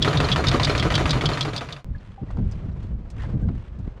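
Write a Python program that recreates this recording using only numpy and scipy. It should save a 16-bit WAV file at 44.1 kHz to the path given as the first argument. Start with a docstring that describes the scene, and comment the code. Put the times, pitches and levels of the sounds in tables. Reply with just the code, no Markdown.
"""On a boat's bow, close to an electric windlass hauling anchor chain. Each link clinks on the roller,
knocks in the chain wheel and thuds through the deck, over the motor's hum and a loose rattle.
From about 1 s the hauling fades out. At 1.845 s a second scene cuts in with a click: wind buffets the
microphone while water laps and drips at the bow and the hanging chain tinkles faintly."""
import sys
import numpy as np
from scipy import signal
from scipy.fft import rfft, irfft
from scipy.io import wavfile

SR = 44100
rng = np.random.default_rng(int(sys.argv[2]) if len(sys.argv) > 2 else 0)


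def file_out(sig):
    """Save sig as 16-bit WAV at sys.argv[1]."""
    # one column per channel
    cols = np.atleast_2d(sig).T
    # limit, then scale
    lim = np.clip(cols, -1, 1)
    pcm = np.round(lim * 32767).astype(np.int16)
    wavfile.write(sys.argv[1], SR, pcm)


N = 176400
FADE_FROM_S, CUT_S = 1.027, 1.845

# Wind on the microphone. Each row: time in seconds, deep rumble level in dB, mean flutter level in dB.
GUSTS = [(1.85, -36, -44), (1.88, -27.5, -44.5), (1.96, -26.5, -49), (2.009, -42.5, -48),
         (2.14, -38.5, -52), (2.19, -44, -57), (2.241, -33, -32.5), (2.26, -35.5, -60), (2.38, -22, -26.5),
         (2.47, -26.5, -34.5), (2.63, -34.5, -34), (2.66, -28, -36), (2.88, -30.5, -48.5),
         (2.93, -28, -34.5), (3.11, -34, -59), (3.17, -29.5, -41.5), (3.33, -30, -27), (3.49, -21, -28.5),
         (3.55, -26, -36), (3.65, -38.5, -67), (3.879, -29, -33.5), (3.9, -36, -56), (4.0, -41.5, -67)]
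# Colours of the noises and blows. Each row: frequency in Hz, relative spectral level in dB.
WIND_DEEP_COLOUR = [(15, -12.5), (30, -2), (55, -0.5), (100, -3.5), (140, -11.5), (200, -14.5), (800, -84),
                    (15000, -130)]
WIND_FLUTTER_COLOUR = [(70, -11), (130, 0), (190, -2.5), (280, -12), (420, -21.5), (700, -32),
                       (1500, -66.5), (9000, -88)]
WAVELET_COLOUR = [(180, -12.5), (300, -0.5), (515, -1), (841, -9), (1020, -8.5), (2970, -23), (6840, -37.5),
                  (8600, -42.5), (11000, -63), (15000, -75)]
SPLASH_COLOUR = [(400, -13), (1000, 7), (1900, 1.5), (3000, -1), (5000, -12.5), (8500, -21), (11000, -30.5),
                 (15000, -50)]
SLAP_COLOUR = [(200, -11.5), (700, 13), (1300, 8.5), (2500, -8), (5000, -15.5), (9000, -45), (14000, -70)]
TICK_COLOUR = [(1500, -1), (3500, 1.5), (6000, 2.5), (8300, -3), (9500, -12), (14000, -30)]
HULL_COLOUR = [(20, -24), (40, -3.5), (70, -4.5), (95, -3.5), (135, -2), (190, -12), (280, -12.5),
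               (500, -23), (3000, -82), (15000, -130)]
RATTLE_COLOUR = [(200, -9.5), (320, 1), (390, -14), (450, 1), (515, -2), (600, 2.5), (720, 4), (880, -3.5),
                 (1200, 1), (1550, -6.5), (2100, -7), (2800, -9), (3600, -12), (4700, -27), (6000, -19),
                 (7600, -28.5), (8700, -29), (9400, -41.5), (10300, -33), (13000, -45), (15500, -56)]
THUD_COLOUR = [(60, 2), (250, 1), (600, 0.5), (900, -5), (1300, -2), (2200, -24), (5000, -29),
               (9000, -60.5), (15000, -86.5)]
KNOCK_COLOUR = [(100, -2), (400, -2), (1200, 3.5), (2000, 2.5), (2900, 0), (4700, -5), (6200, -22.5),
                (7700, -22.5), (8800, -22), (9500, -41.5), (12500, -44), (15500, -51.5)]
CRACK_COLOUR = [(1000, -17), (2600, -7.5), (3500, -4), (4900, -1), (6200, -14), (7700, -21.5), (8800, -24),
                (9500, -30), (12000, -39.5), (15500, -47.5)]
SCATTER_COLOUR = [(100, -33), (1000, -31.5), (4000, -2.5), (8000, 9), (13000, 15.5)]

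# Splashes at the bow. Each row: time of the peak in seconds, half length in seconds, level in dB.
BOW_SPLASHES = [(2.073, 0.11, -56.5), (2.527, 0.12, -56), (2.837, 0.05, -57), (3.219, 0.043, -47),
                (3.283, 0.017, -62), (3.587, 0.14, -59), (3.842, .03, -62)]
# Drips and bubbles. Each row: start in seconds, pitch in Hz, level in dB, t60 in seconds.
WATER_DRIPS = [(1.948, 1690, -37.5, 0.042), (2.178, 787, -39, 0.16), (2.232, 318, -28.5, 0.039),
               (2.287, 1940, -48.5, 0.058), (3.195, 1845, -41.5, 0.068), (3.25, 1626, -45, 0.055),
               (3.43, 1580, -46, 0.062)]
# Water slapping and ticking at the bow. Each row: start in seconds, level in dB.
BOW_SLAPS = [(2.232, -49.5), (2.304, -37), (2.37, -39.5), (2.386, -42), (3.236, -39), (3.486, -38)]
WATER_TICKS = [(2.309, -59), (2.369, -62.5), (2.513, -52), (2.521, -54), (2.828, -60), (3.102, -49.5),
               (3.11, -59), (3.416, -64), (3.432, -65), (3.788, -62)]
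# Hanging links touching. Each row: start in seconds, level in dB, ring pitch in Hz.
CHAIN_TINKLES = [(1.983, -59.5, 4230), (2.52, -51.5, 5030), (2.715, -64, 3900), (2.727, -69, 5700),
                 (2.83, -60, 4360), (2.868, -67, 4100)]

# Modes of the parts that ring. Each row: frequency in Hz, relative level in dB, t60 in seconds.
SLACK_CHAIN_MODES = [(3450, -9.5, 0.094), (3740, -0.5, 0.058), (4320, -9, .08), (4720, -4, 0.11),
                     (5394, -11, 0.05), (6260, -16, .07), (7030, -8, 0.088), (8800, -13.5, .07),
                     (9600, -17, .06), (12600, -29, .06)]
DECK_MODES = [(151, 4, 0.15), (256.8, -4.5, 0.18), (310.7, -7, 0.18), (362, -0.5, 0.036), (423, 0.5, 0.14),
              (473, -6, 0.17), (566.7, -1.5, 0.094), (747, -9, 0.082)]
HOUSING_MODES = [(572, -1, .14), (714, -3, .12), (936, -3, .16), (990, -4, .1), (1162, 0, .14),
                 (1308, -2, .09), (1534, -3, .11), (1794, -5, .09), (2135, -6, .1), (2416, -6, .1),
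                 (3430, -5, .14), (4205, -3, .22), (4666, -9, .13), (5395, -13, .16)]
WHEEL_MODES = [(3180, -4, .1), (4160, 5.5, 0.057), (4360, -11.5, .1), (4640, -6.5, 0.071),
               (5330, -7.5, 0.058), (7060, -12, 0.061), (8802, -28.5, 0.063)]
# Modes of one link. Each row: ratio to the ring pitch, relative level in dB, t60 in seconds.
LINK_MODES = [(.79, -13, 0.035), (0.943, -3.5, 0.071), (0.999, 2, 0.062), (1.062, -4, 0.05),
              (1.18, -4, .04), (1.31, -8, .03), (1.45, -14, .025), (1.66, -20, .025)]
# The chain's blows on deck and chain wheel. Each row: start in seconds, relative level in dB.
DECK_THUDS = [(0.076, -19), (0.202, -20.5), (.236, -21), (0.391, -18.5), (.545, -16), (.697, -19.5),
              (0.852, -17.5), (1.008, -22.5), (1.156, -21), (1.238, -19.5), (1.29, -24), (1.317, -24.5),
              (1.452, -19.5), (1.479, -19.5), (1.613, -22)]
WHEEL_PINGS = [(.083, -27), (.245, -25.5), (.398, -38.5), (.543, -34), (0.699, -26), (.856, -51.5),
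               (1.013, -45), (1.171, -39), (1.334, -23.5), (1.486, -30.5)]
WHEEL_KNOCKS = [(.047, -17.5), (0.078, -27), (.130, -25.5), (0.202, -17.5), (.232, -32), (0.287, -21.5),
                (0.36, -17.5), (0.44, -23), (0.514, -21.5), (0.539, -26), (0.598, -17.5), (0.671, -22),
                (.696, -21.5), (0.751, -20), (.826, -19.5), (.903, -22), (0.921, -24), (.978, -19.5),
                (1.056, -20.5), (1.131, -21), (1.210, -19), (1.289, -21.5), (1.316, -23.5), (1.373, -20.5),
                (1.45, -20.5), (1.533, -23), (1.609, -21.5), (1.688, -22), (1.706, -26), (1.764, -19.5)]
# Links striking the bow roller. Each row: start in seconds, relative level in dB, ring pitch in Hz,
# level of the crack in dB relative to that blow.
ROLLER_CLINKS = [(0.02, -20.5, 3320, -12.5), (0.024, -10, 3460, -11), (0.172, -17, 3630, -9.5),
                 (0.317, -12, 3425, -16), (.324, -12.5, 3370, -10.5), (0.469, -14.5, 3700, -9.5),
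                 (0.484, -15.5, 3840, -2), (0.632, -14.5, 3680, -6.5), (.647, -16, 3713, 0.5),
                 (0.778, -26.5, 3790, 2.5), (0.797, -16.5, 3325, -7), (.941, -19, 3290, -7.5),
                 (0.953, -15, 3300, -1.5), (1.094, -22.5, 3835, -2), (1.107, -15.5, 3660, -1),
                 (1.257, -12.5, 3334, -5.5), (1.409, -10.5, 3390, -4.5), (1.428, -23.5, 4090, -1),
                 (1.563, -21.5, 3770, 5.5), (1.578, -15, 3560, -3), (1.725, -14.5, 3570, -1)]


def undb(db):
    """Decibels to gain."""
    return 10 ** (np.asarray(db) / 20)


def unit(x):
    """Scale to rms 1."""
    return x / np.sqrt(np.mean(x ** 2) + 1e-20)


def noise(colour, size=N):
    """Noise of rms 1 with the given colour."""
    hz, db = np.array(colour, float).T
    f = np.maximum(np.arange(size // 2 + 1) * SR / size, 1)
    gain = undb(np.interp(np.log(f), np.log(hz), db)) * np.minimum(f / hz[0], 1) ** 2
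    return unit(irfft(gain * np.exp(2j * np.pi * rng.random(len(f))), size))


def walk(rate):
    """A random curve of rms 1 that turns rate times a second."""
    return unit(np.interp(np.arange(N) * rate / SR, np.arange(N // 20), rng.standard_normal(N // 20)))


def decay(t60, size=12000):
    """Exponential die-away, 60 dB down after t60 seconds."""
    return np.exp(-np.log(1000) * np.arange(size) / SR / t60)


def burst(colour, t60, size=12000):
    """Quickly dying noise of the given colour, starting near rms 1."""
    hz, db = np.array(colour, float).T
    f = np.maximum(np.arange(size // 2 + 1) * SR / size, 1)
    gain = undb(np.interp(np.log(f), np.log(hz), db)) * np.minimum(f / hz[0], 1)
    cepstrum = irfft(np.log(gain))
    cepstrum[size // 2:] = 0  # minimum phase keeps the attack sharp
    envelope = decay(t60, size)
    y = irfft(rfft(rng.standard_normal(size) * envelope) * np.exp(2 * rfft(cepstrum)))
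    return y * np.linalg.norm(envelope) / np.linalg.norm(y)


def ring(modes, size=12000):
    """Decaying (Hz, dB, t60) modes that start near rms 1."""
    t = np.arange(size) / SR
    y = sum(rng.choice([-1, 1]) * undb(db) * np.sin(2 * np.pi * hz * t) * decay(t60, size)
            for hz, db, t60 in modes)
    start_rms = np.sqrt(sum(undb(db) ** 2 for _, db, _ in modes) / 2)
    return y * (1 - decay(0.001, size)) / start_rms


def add(out, s, sound):
    """Mix a sound in at s seconds."""
    i = min(max(int(s * SR), 0), len(out))
    out[i:i + len(sound)] += sound[:len(out) - i]


def chatter(body, gap_s, count=4):
    """One blow followed by a few weaker rebounds, about gap_s apart."""
    order = np.arange(count)
    delays = (order + rng.uniform(-0.61, 0.58, count) * (order > 0)) * gap_s
    gains = 0.4 ** order * rng.choice([-1, 1], count)
    out = np.zeros(len(body))
    for s, gain in zip(delays, gains):
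        add(out, s, gain * body)
    return out * np.linalg.norm(body) / np.linalg.norm(out)


def detuned(hz, spread):
    """A pitch off by a random fraction."""
    return hz * (1 + spread * rng.standard_normal())


def link_ring(hz):
    """The ring of one link; no two are quite alike."""
    return ring([(detuned(hz * ratio, 0.0089), db, t60) for ratio, db, t60 in LINK_MODES])


def water(t):
    """Down at the waterline, a soft wash of wavelets with splashes, drips, slaps and small ticks."""
    out = noise(WAVELET_COLOUR) * undb(-53.5 + 2.2 * walk(6.05) + 2 * walk(90))
    spray = unit(noise(SPLASH_COLOUR) * undb(3.1 * walk(250)))
    for s, half_s, db in BOW_SPLASHES:
        out += spray * undb(db) * np.exp(-((t - s) / half_s) ** 2)
    for s, hz, db, t60 in WATER_DRIPS:
        add(out, s, undb(db) * ring([(hz, 0, t60)]) * (1 - decay(0.015)))
    for s, db in BOW_SLAPS:
        add(out, s, undb(db) * burst(SLAP_COLOUR, t60=0.06))
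    for s, db in WATER_TICKS:
        add(out, s, undb(db) * burst(TICK_COLOUR, t60=0.058))
    return out


def gurgle(start_s=3.185, length_s=0.068, centre_hz=1782, octaves=0.6, count=12):
    """A quick cluster of small bubbles at the bow, each ringing at its own pitch."""
    out = np.zeros(N)
    for when, pitch in rng.random((count, 2)):
        hz = centre_hz * 2 ** (octaves * (pitch - 0.5))
        bubble = ring([(hz, 0, 0.04)]) * (1 - decay(0.0089))
        add(out, start_s + when * length_s, undb(-46) * bubble)
    return out


def tinkles():
    """Links of the hanging chain touch lightly."""
    out = np.zeros(N)
    for s, db, hz in CHAIN_TINKLES:
        add(out, s, undb(db) * link_ring(hz))
    return out


def wind(t):
    """Gusts right on the microphone: a deep rumble and a quicker flutter."""
    s, deep_db, flutter_db = np.array(GUSTS).T
    deep = noise(WIND_DEEP_COLOUR) * undb(np.interp(t, s, deep_db))
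    flutter = noise(WIND_FLUTTER_COLOUR) * undb(np.interp(t, s, flutter_db) + 4.85 * walk(40))
    return deep + flutter


def cut_click():
    """A click as the scene changes."""
    out = np.zeros(N)
    add(out, CUT_S, undb(-29.5) * decay(0.04))
    return out


def motor(t, start_hz=145, sag_hz_per_s=4, wobble=0.11, throb_db=5):
    """The loaded motor hums unsteadily over the rumble of the hull; both ease off late in the haul."""
    hz = (start_hz - sag_hz_per_s * t) * (1 + wobble * walk(39.27))
    throb = undb(throb_db * np.clip(walk(30), -2, 1))
    hum = unit(np.sin(2 * np.pi * np.cumsum(hz) / SR) * throb)
    easing = undb(np.interp(t, [1.3, 1.5], [0, -4]))
    return (undb(-28) * hum + undb(-23.5) * noise(HULL_COLOUR)) * easing


def rattle(t, links=8, taps_per_s=2200, settle_s=0.05):
    """Loose links tap the housing and jingle; each knock in the wheel briefly shakes them harder."""
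    shaken = np.max([(t > s) * np.exp(-((t - s) / settle_s) ** 2) for s, _ in WHEEL_KNOCKS], axis=0)
    clatter, jingle = np.zeros(N), np.zeros(N)
    for _ in range(links):
        touches = rng.random(N) < taps_per_s / links / SR
        strength = undb(2.5 * np.clip(rng.standard_normal(N), -2, 2))
        taps = touches * strength * rng.choice([-1, 1], N) * (1 + 2.2 * shaken)
        modes = [(detuned(hz, 0.018), db, t60) for hz, db, t60 in SLACK_CHAIN_MODES]
        housing_tap = burst(RATTLE_COLOUR, t60=0.038) + undb(-17) * ring(HOUSING_MODES)
        clatter += signal.fftconvolve(taps, housing_tap)[:N]
        jingle += signal.fftconvolve(taps, ring(modes))[:N]
    return undb(-31) * unit(clatter) + undb(-49) * unit(jingle)


def thuds():
    """The chain's weight drops link by link and shakes the deck underfoot."""
    out = np.zeros(N)
    deck = undb(0.5) * ring(DECK_MODES)
    for s, db in DECK_THUDS:
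        add(out, s, undb(db) * chatter(deck + burst(THUD_COLOUR, t60=0.08), gap_s=0.007))
    return out


def pings():
    """The steel chain wheel rings on as a link snaps free."""
    out = np.zeros(N)
    for s, db in WHEEL_PINGS:
        add(out, s, undb(db) * ring(WHEEL_MODES))
    return out


def knocks():
    """Links seat in the chain wheel and leave it: a hard contact, then a short chatter in the housing."""
    out = np.zeros(N)
    housing = undb(-15) * ring(HOUSING_MODES)
    for s, db in WHEEL_KNOCKS:
        blow = housing + burst(KNOCK_COLOUR, t60=0.03)
        add(out, s, undb(db + 2) * chatter(blow, gap_s=0.004, count=3))
    return out


def clinks(link_db=-4, boom_hz=142.8, jostle_s=0.011):
    """Close by, links crack on the roller, ring and jostle the next link; the bow booms under them."""
    out = np.zeros(N)
    for s, db, hz, crack_db in ROLLER_CLINKS:
        boom = undb(-3.5) * ring([(boom_hz, 0, 0.15)]) * (1 - decay(0.03))
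        crack = undb(crack_db) * chatter(burst(CRACK_COLOUR, t60=0.041), gap_s=0.003)
        add(out, s, undb(db) * (undb(link_db) * link_ring(hz) + boom + crack))
        neighbour = undb(link_db - 11) * link_ring(detuned(hz, 0.06))
        add(out, s + jostle_s * rng.uniform(0.54, 1), undb(db) * neighbour)
    return out


def scene():
    """The hauling fades, then wind and water cut in. Faint scattered treble differs left and right."""
    t = np.arange(N) / SR
    hauling = clinks() + knocks() + pings() + thuds() + rattle(t) + motor(t)
    ambience = wind(t) + water(t) + gurgle() + tinkles()
    fade_out = np.clip((CUT_S - t) / (CUT_S - FADE_FROM_S), 0, 1) ** 0.85
    cut_in = np.clip((t - CUT_S) / 0.00063, 0, 1)
    mid = fade_out * hauling + cut_in * ambience + cut_click()
    scatter = burst(SCATTER_COLOUR, t60=0.014)
    side = undb(-15) * signal.fftconvolve(mid, scatter / np.linalg.norm(scatter))[:N]
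    return np.array([mid + side, mid - side])


def record(dry):
    """The recorder cuts the top above 15.7 kHz."""
    return signal.sosfilt(signal.ellip(8, 0.2, 70, 15700, fs=SR, output="sos"), dry)


dry = scene()
out = record(dry)
file_out(out)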